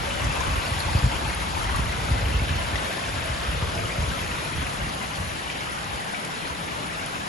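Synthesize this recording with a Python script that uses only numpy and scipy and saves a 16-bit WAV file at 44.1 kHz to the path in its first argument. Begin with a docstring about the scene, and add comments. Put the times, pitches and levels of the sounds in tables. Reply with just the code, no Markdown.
"""A bright wash of water, as a row of spouts pours into a fountain's stone troughs in a walled corner.
Tiny drops merge into hiss, trapped bubbles ring, and now and then a lump of water lands with a splat.
The walls echo the drops, and a town murmurs far away. A light wind rumbles and thumps on the
microphone, then dies down; the stereo image shifts as it turns from the near jets to the far wall."""
import sys
import numpy as np
from scipy import signal
from scipy.fft import rfft, irfft
from scipy.io import wavfile
from scipy.ndimage import uniform_filter1d

SR = 44100
rng = np.random.default_rng(int(sys.argv[2]) if len(sys.argv) > 2 else 0)


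def unload_audio(sound):
    """Save the sound as a 16-bit wav file, at the path given as the first command line argument."""
    columns = np.transpose(np.atleast_2d(sound))
    # keep every value between -1 and 1, then stretch to whole-number steps
    steps = np.round(np.clip(columns, -1, 1) * 32767)
    wavfile.write(sys.argv[1], SR, steps.astype(np.int16))


N = 321048

# Fader rides on the water, each taken relative to its own average: time_s, splash_db, spray_db
WATER_RIDES = [(0, -38, -41), (0.85, -37, -40.5), (1.45, -38.5, -41), (2.2, -38, -42), (3.05, -38, -41.5),
               (3.9, -39.5, -42.5), (4.4, -39, -41.5), (5.6, -40.5, -43.5), (7.28, -41, -43.5)]
# EQ of the falling water: frequency_hz, gain_db
WATER_EQ = [(100, -15), (250, -3), (400, -7), (570, -6), (760, -5), (1000, -5), (1400, -5), (1750, -7),
            (2800, -9.5), (3400, -10.5), (4400, -15), (5200, -17), (6700, -20), (7600, -20), (8400, -20),
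            (10500, -20), (11500, -22.5)]
# Gurgle of two single jets as the microphone passes, before the EQ: time_s, shallow_db, deep_db
JET_RIDES = [(0, -19, -12.5), (.9, -11, -16), (1.7, -12, -19), (2.4, -23, -16.5), (3.6, -18, -13),
             (4.6, -16, -17), (5.8, -17, -20.5), (7.28, -15, -29)]
# Reverb time of the stone corner: frequency_hz, t60_s
WALL_DECAY = [(200, 0.47), (1500, 0.77), (5000, 1), (11000, 0.066)]
# Stereo image facing along the spouts: frequency_hz, likeness (0-1), left_lead_rad
IMAGE_SPOUTS = [(150, 0.83, -0.34), (300, 0.62, 0.08), (450, 0.45, 1.24), (700, 0.36, 2.13),
                (1400, 0.28, 3.05), (1650, 0.12, 4.65), (2000, 0.44, 6.11), (2400, 0.67, 6.44),
                (2900, 0.54, 7.06), (3500, 0.31, 7.49), (3950, 0.16, 7.12), (4800, 0.55, 6.8),
                (5450, 0.55, 6.58), (5850, 0.17, 5.57), (6500, 0.76, 6.21), (7200, 0.69, 6.11),
                (7600, 0.23, 5.01), (8050, 0.95, 3.11), (8400, 0.99, 3.14), (8700, 0.96, 3.07),
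                (9200, 0.69, 2.44), (9650, 0.54, 1.26), (10100, 0.9, 0.1), (10400, 1, 0)]
# Stereo image facing the far wall: frequency_hz, likeness (0-1), left_lead_rad
IMAGE_WALL = [(150, 0.78, -0.09), (300, 0.46, 0.09), (450, 0.27, 1.64), (700, 0.33, 2.46), (900, 0.55, 2.7),
              (1330, 0.62, 3.1), (1650, 0.3, 3.61), (2000, 0.19, 5.56), (2400, 0.52, 6.38),
              (2900, 0.51, 6.88), (3500, 0.29, 7.59), (3950, 0.2, 7.79), (4800, 0.44, 6.65),
              (5450, 0.53, 6.59), (5850, 0.09, 4.04), (6500, 0.71, 6.21), (7200, 0.74, 6.14),
              (7600, 0.17, 4.81), (8050, 0.95, 3.11), (8400, 0.99, 3.14), (8700, 0.96, 3.05),
              (9200, 0.68, 2.34), (9650, 0.53, 1.25), (10100, 0.87, 0.2), (10400, 1, 0)]
# The microphone's turn toward the wall: time_s, share_turned (0-1)
MIC_TURN = [(4.1, 0.046), (5.7, 1)]
# Balance of the water: frequency_hz, left_over_right_db
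BALANCE = [(150, 0), (350, .7), (620, 2.8), (1200, 2), (2600, 2.2), (3800, 3.5), (5800, 2.7), (6600, .5),
           (7700, 1.2), (8200, 0)]
# EQ of the distant town: frequency_hz, gain_db
TOWN_EQ = [(20, -32), (60, -26), (110, -4.5), (160, 1.5), (210, -6), (330, -14), (450, -13), (1000, -62),
           (4000, -70)]
# EQ of the wind rumble: frequency_hz, gain_db
WIND_EQ = [(15, -29), (30, -20), (50, -1), (65, 1.5), (100, -3), (160, -10.5), (260, -23.5), (600, -70),
           (2000, -90)]
# The breeze between gusts, with two lulls: time_s, level_db
BREEZE_RIDE = [(0, -34.5), (.66, -37.5), (1.15, -33), (2.8, -32.5), (2.95, -45.5), (3.15, -35.5),
               (4.1, -38), (5.8, -44.5), (6.15, -58), (6.65, -42.5), (7.28, -47)]
# Gusts brushing the microphone: start_s, length_s, level_db
GUST_CUES = [(0.213, 0.1, -29.5), (0.371, 0.056, -29), (0.468, 0.13, -29.5), (0.705, 0.086, -31.5),
             (0.86, 0.074, -30.5), (0.944, 0.054, -25), (1.03, 0.05, -21), (1.233, 0.05, -31.5),
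             (1.646, 0.26, -29.5), (1.957, 0.15, -36), (2.094, 0.39, -33), (2.482, 0.11, -32),
             (3.043, 0.16, -35), (3.47, 0.23, -33), (3.737, 0.13, -33), (3.98, 0.16, -29),
             (4.192, 0.16, -37.5), (4.546, 0.13, -31.5), (4.771, 0.13, -34), (5.184, 0.11, -34),
             (5.834, 0.15, -39), (6.483, 0.052, -40)]
# Lumps of water slapping the surface: start_s, relative_level_db, centre_hz, width_octaves, attack_s
SPLAT_CUES = [(.059, 4, 4000, .3, .0014), (.107, 12.5, 2750, .2, .0017), (.196, 8, 3100, .45, .0012),
              (0.243, 11, 6500, .35, .002), (0.405, 12.5, 6500, 0.33, .0014), (.707, 8, 10800, .2, .002),
              (0.791, 11, 10400, .2, .0018), (.800, 13, 10400, .2, 0.0026), (0.802, 14, 4200, 0.21, .002),
              (.925, 8, 4500, .2, .005), (0.967, 7, 4600, 0.18, 0.0049), (.986, 15, 4770, .1, 0.0027),
              (1.278, 8, 10000, .3, .002), (1.346, 12.5, 10500, .2, .0023), (1.76, 15, 9100, 0.41, .0017),
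              (2.21, 11, 4650, .15, .0022), (2.481, 8, 2700, .4, 0.0019), (2.493, 9, 3000, 0.78, 0.0012),
              (2.558, 9, 10500, .2, .001), (2.567, 7, 6500, .25, .0015), (2.755, 9.5, 3400, 1, .0022),
              (2.78, 9, 3950, .12, .002), (3.259, 9, 10000, .2, .0015), (3.751, 15, 5800, 0.17, .0012),
              (4.022, 11, 6000, 0.33, .0013), (4.192, 6, 3000, .35, .0014), (4.22, 4, 3200, .35, 0.0013),
              (4.4485, 12, 10400, .2, .0011), (4.666, 13, 10400, .25, .0008),
              (4.667, 8, 2100, 0.37, 0.0015), (5.499, 10.5, 2400, 0.5, .0017),
              (5.608, 11, 5500, .15, .0016), (5.719, 12, 10300, .2, .0013), (5.843, 12, 6500, .3, .001),
              (6.144, 13, 2400, .25, .0014), (6.199, 7, 10400, .2, .0012), (6.2485, 13, 8000, .45, .0012),
              (7.0612, 16, 9200, 0.4, .0007), (7.181, 8, 6000, .25, .0016)]
# Single eddies thumping the microphone: start_s, relative_peak_db, decay_s
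BUFFET_CUES = [(0.243, -25, 0.0055), (0.263, -25, 0.0022), (0.495, -22.5, .0035), (0.558, -25, 0.0017),
               (0.712, -22, 0.0022), (0.854, -27, 0.0038), (.95, -17, 0.0012), (1.023, -19.5, 0.0045),
               (1.063, -21, 0.0021), (1.276, -29, .0018), (1.794, -18, 0.00097), (1.861, -24, 0.0016),
               (2.111, -13.5, 0.0026), (2.187, -25, 0.0044), (2.229, -20, 0.0027), (2.261, -24, 0.002),
               (2.29, -20, 0.0021), (2.342, -16, 0.0032), (2.418, -16.5, 0.0015), (2.506, -23, 0.0017),
               (2.556, -21.5, 0.0017), (2.728, -21, 0.0038), (3.297, -22.5, 0.0015), (3.478, -22.5, 0.0046),
               (3.623, -20, 0.0012), (3.982, -21.5, 0.0015), (4.007, -27, 0.0032), (4.807, -29, 0.0032),
               (5.198, -26, 0.0015)]
# Single large bubbles: start_s, relative_level_db, pitch_hz, decay_s
PLINK_CUES = [(.409, 2.5, 984, 0.0078), (.472, -2, 2420, .006), (.882, -1, 860, 0.014),
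              (1.566, 3, 885, 0.0098), (1.642, 2, 2970, .005), (1.7455, 7, 1120, 0.005),
              (2.254, 2, 2826, .006), (2.491, 2, 1650, 0.0065), (2.756, 4, 1900, .007),
              (3.639, -2, 453, .008), (3.901, -5, 1660, 0.0069), (4.19, 0, 3020, .006),
              (4.215, 1, 2555, .006), (4.625, -1, 1040, .006), (4.667, 7, 2020, 0.0043),
              (5.5, 0, 2730, .007), (6.101, -16, 910, .012), (6.132, -13, 1180, 0.0053),
              (6.136, -2, 687, .012), (6.147, 2, 2219, 0.011), (6.502, 3, 960, 0.0088),
              (7.025, -6, 1380, .007)]


def amp(db):
    """Decibels to gain."""
    return 10 ** (np.asarray(db) / 20)


def unit_rms(x):
    """Scales to rms 1."""
    return x / np.sqrt(np.mean(x ** 2) + 1e-20)


def at_hz(rows, hz, column=1):
    """Reads a curve on a log-frequency axis."""
    columns = np.transpose(rows)
    return np.interp(np.log(hz + 1), np.log(columns[0] + 1), columns[column])


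def at_time(rows, t, column=1):
    """Reads an automation curve, with straight ramps between its points."""
    columns = np.transpose(rows)
    return np.interp(t, columns[0], columns[column])


def bell(hz, centre_hz, octaves):
    """A bell-shaped band, 1 at its centre."""
    return np.exp(-.5 * (np.log2((hz + 1) / centre_hz) / octaves) ** 2)


def add(mix, start_s, sound):
    """Drops a sound into the mix."""
    part = mix[..., max(round(start_s * SR), 0):][..., :sound.shape[-1]]
    part += sound[..., :part.shape[-1]]


def spectra(x, size=512):
    """Short-time spectra: Hz, s, channels x bins x frames."""
    return signal.stft(x, SR, nperseg=size, noverlap=size - size // 4)


def waveform(z, size=512):
    """Short-time spectra back to sound."""
    return signal.istft(z, SR, nperseg=size, noverlap=size - size // 4)[1][..., :N]


def patches(z, width_hz, length_s):
    """Smooth random modulation over the bins and frames of z, rms 1."""
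    bins, frames = shape = z.shape[1:]
    across = np.fft.fftfreq(bins, SR / 2 / bins)[:, None] * width_hz
    along = np.fft.rfftfreq(frames, N / SR / frames) * length_s
    smooth = np.exp(-across ** 2) / np.sqrt(1 + (np.pi * along) ** 2)
    return unit_rms(np.fft.irfft2(np.fft.rfft2(rng.standard_normal(shape)) * smooth, shape))


def noise_pair(eq):
    """Two unrelated noises through the same EQ."""
    colour = amp(at_hz(eq, np.fft.rfftfreq(N, 1 / SR)))
    return unit_rms(irfft(rfft(rng.standard_normal((2, N))) * colour, N))


def wash(patchy_db=1.5, surge_db=0.62, spray_db=1, churn_db=0.7):
    """Countless tiny drops merge into a hiss that surges as jets break up and churns where they plunge."""
    hz, _, z = spectra(rng.standard_normal((2, N)))
    patchy = patches(z, width_hz=650, length_s=0.036)
    surge = patches(z, width_hz=6200, length_s=0.015)
    treble = np.minimum(hz / 8000, 1)[:, None]
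    mids = bell(hz, centre_hz=1300, octaves=0.91)[:, None]
    spray = patches(z, width_hz=8100, length_s=0.023) * treble  # fine spray comes in waves
    churn = patches(z, width_hz=150, length_s=0.013) * mids  # clouds of bubbles come and go
    flutter_db = patchy_db * patchy + surge_db * surge + spray_db * spray + churn_db * churn
    return unit_rms(waveform(z * amp(flutter_db)))


def bubble_ring(t, hz, age, rise):
    """Trapped air rings and dies, bending up as it nears the surface; age counts decay times."""
    return np.exp(-age) * np.sin(2 * np.pi * hz * t * (1 + rise * np.minimum(age, 2)))


def bubbles(count, low_hz, high_hz, cycles, rise, spread_db, size):
    """A swarm of bubbles, each ringing for a few cycles at its own time, pitch and place."""
    when, pitch, strength, damping, place = rng.random((count, 5)).T
    hz = (low_hz * (high_hz / low_hz) ** pitch)[:, None]
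    t = np.arange(size) / SR
    age = hz * t / (cycles * (.5 + damping[:, None]))
    level_db = spread_db * np.minimum(-np.log(1 - strength), 4)
    rings = hz * amp(level_db)[:, None] * bubble_ring(t, hz, age, rise)
    samples = (when * N).astype(int)[:, None] + np.arange(size)
    pans = np.cos(2 * np.pi * place), np.sin(2 * np.pi * place)
    swarm = [np.bincount(samples.ravel(), (rings * pan[:, None]).ravel(), N)[:N] for pan in pans]
    return unit_rms(np.array(swarm))


def droplets(per_s=600, spread_db=3.5, low_cut_hz=4500):
    """Thrown drops tick on the water and the wet stone."""
    hits = rng.random((2, N)) < per_s / SR
    ticks = hits * amp(spread_db * np.minimum(rng.exponential(1, (2, N)), 4))
    low_cut = signal.butter(2, low_cut_hz, "highpass", fs=SR, output="sos")
    return unit_rms(signal.sosfilt(low_cut, ticks))


def wall_echo(x, count=1500):
    """The stone corner answers with sparse echoes; the top end dies first."""
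    taps = np.zeros((2, SR))
    delays = rng.integers(SR // 200, SR, (2, count))
    np.put_along_axis(taps, delays, rng.choice([-1., 1.], (2, count)), 1)
    hz, t, z = spectra(taps)
    tail = waveform(z * np.exp(-np.log(1000) * t / at_hz(WALL_DECAY, hz)[:, None]))
    return signal.fftconvolve(x, tail / np.linalg.norm(tail[0]), axes=1)[:, :N]


def pouring():
    """The jets hit the troughs: a bed of wash, with bubbles and drops that echo off the walls."""
    t = np.arange(N) / SR
    fizz = bubbles(9000, low_hz=1219, high_hz=10420, cycles=4.8, rise=0.016, spread_db=-0.5, size=384)
    gurgle = bubbles(1100, low_hz=521.6, high_hz=2114, cycles=7.2, rise=0.03, spread_db=1.5, size=2048)
    shallow = bubbles(700, low_hz=759.4, high_hz=1120, cycles=9.2, rise=0.021, spread_db=-1.5, size=1536)
    deep = bubbles(400, low_hz=454, high_hz=673, cycles=8.6, rise=0.035, spread_db=2, size=2560)
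    trickle = bubbles(700, low_hz=480, high_hz=2900, cycles=18, rise=0.015, spread_db=0.3, size=3584)
    jets = shallow * amp(at_time(JET_RIDES, t)) + deep * amp(at_time(JET_RIDES, t, column=2))
    swarms = amp(-8) * fizz + amp(-16) * gurgle + amp(-12) * trickle + jets
    detail = swarms + amp(-17) * droplets() + amp(2.5) * splats() + amp(0.5) * plinks()
    return amp(4.5) * wash() + detail + amp(-8.5) * wall_echo(detail)


def stereo_image(z, hz, t):
    """Two sound fields reach the microphone's two ports; likeness and lag change as it turns."""
    spouts, wall = (at_hz(image, hz) * np.exp(1j * at_hz(image, hz, column=2))
                    for image in (IMAGE_SPOUTS, IMAGE_WALL))
    turned = at_time(MIC_TURN, t)
    coherence = (1 - turned) * spouts[:, None] + turned * wall[:, None]
    likeness = np.minimum(abs(coherence), 1)
    mid, side = z[0] * np.sqrt((1 + likeness) / 2), z[1] * np.sqrt((1 - likeness) / 2)
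    lean = amp(at_hz(BALANCE, hz) / 2)[:, None]
    right_lag = np.exp(-1j * np.angle(coherence))
    return np.array([(mid + side) * lean, (mid - side) * right_lag / lean])


def fountain(gain_db=-29.5, ripple_db=1.04, gurgle_follows=0.81):
    """The pouring, coloured by the troughs and by where the microphone points."""
    hz, t, z = spectra(pouring())
    ripple = patches(z, width_hz=110, length_s=0.34)  # near reflections drift as the microphone moves
    z = z * amp(at_hz(WATER_EQ, hz)[:, None] + ripple_db * ripple)
    z = z / np.std(waveform(z))
    splash_db, spray_db = at_time(WATER_RIDES, t), at_time(WATER_RIDES, t, column=2)
    rides_db = np.array([gurgle_follows * splash_db, splash_db, spray_db])
    rides_db -= rides_db.mean(1, keepdims=True)
    centres_hz = [935, 3180, 8700]  # gurgle, splash, spray
    bands = np.array([np.interp(np.log(hz + 1), np.log(centres_hz), row) for row in np.eye(3)])
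    return amp(gain_db) * waveform(stereo_image(z * amp(bands.T @ rides_db), hz, t))


def town(level_db=-41.5, side_db=-6):
    """The far-off town lays a dull, even murmur under the water."""
    mid, side = noise_pair(TOWN_EQ)
    return amp(level_db) * unit_rms(mid + amp(side_db) * np.array([side, -side]))


def wind_strength(t, attack_s=0.028, release_s=0.02):
    """Each gust swells, holds and dies away, adding its power to the breeze."""
    power = amp(at_time(BREEZE_RIDE, t)) ** 2
    for start_s, length_s, level_db in GUST_CUES:
        swell = np.clip((t - start_s) / attack_s + .5, 0, 1)
        fade = np.clip((start_s + length_s - t) / release_s + .5, 0, 1)
        power += (amp(level_db) * swell * fade) ** 2
    return np.sqrt(power)


def wind(side_db=-10.5):
    """Lumpy pressure rumbles on the microphone, nearly alike left and right."""
    mid, side = noise_pair(WIND_EQ)
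    mid = mid / np.sqrt(uniform_filter1d(mid ** 2, size=6000) + 1e-9)  # iron out the noise's own swells
    rumble = mid + amp(side_db) * np.array([side, -side])
    return rumble * wind_strength(np.arange(N) / SR)


def splats(tail_db=-13, tail_s=.012, size=4096):
    """Each lump of water bursts with a crisp puff, and a tail of fine spray falls back."""
    out, t, hz = np.zeros((2, N)), np.arange(size) / SR, np.fft.rfftfreq(size, 1 / SR)
    for start_s, level_db, centre_hz, octaves, attack_s in SPLAT_CUES:
        spray = irfft(rfft(rng.standard_normal((2, size))) * bell(hz, centre_hz, octaves))
        burst = t / attack_s * np.exp(1 - t / attack_s)
        tail = amp(tail_db) * np.minimum(t / attack_s, 1) * np.exp(-t / tail_s)
        add(out, start_s, amp(level_db) * spray * (burst + tail))
    return out


def buffets(trim_db=0.3, low_cut_hz=52, size=6000):
    """An eddy is one tug of suction; the microphone's low cut makes it a thump that falls in pitch."""
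    out, t = np.zeros(N), np.arange(size) / SR
    low_cut = signal.butter(8, low_cut_hz, "highpass", fs=SR, output="sos")
    for start_s, peak_db, decay_s in BUFFET_CUES:
        suction = -(t / decay_s) ** 2 * np.exp(-t / decay_s)
        thump = signal.sosfilt(low_cut, suction)
        add(out, start_s, amp(peak_db + trim_db) * thump / abs(thump).max())
    return out


def plinks(rise=0.024, size=4096):
    """A large bubble rings out of the swarm with a clear, slightly rising note."""
    out, t = np.zeros(N), np.arange(size) / SR
    for start_s, level_db, pitch_hz, decay_s in PLINK_CUES:
        add(out, start_s, amp(level_db) * bubble_ring(t, pitch_hz, t / decay_s, rise))
    return out


def scene():
    """Water up front, town behind, wind on the microphone."""
    return fountain() + town() + wind() + buffets()


def record(dry, high_cut_hz=11640):
    """A steep high cut takes the air off the whole mix."""
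    high_cut = signal.firwin(511, high_cut_hz, window=("kaiser", 9), fs=SR)
    return signal.oaconvolve(dry, high_cut[None], "same")


dry = scene()
out = record(dry)
unload_audio(out)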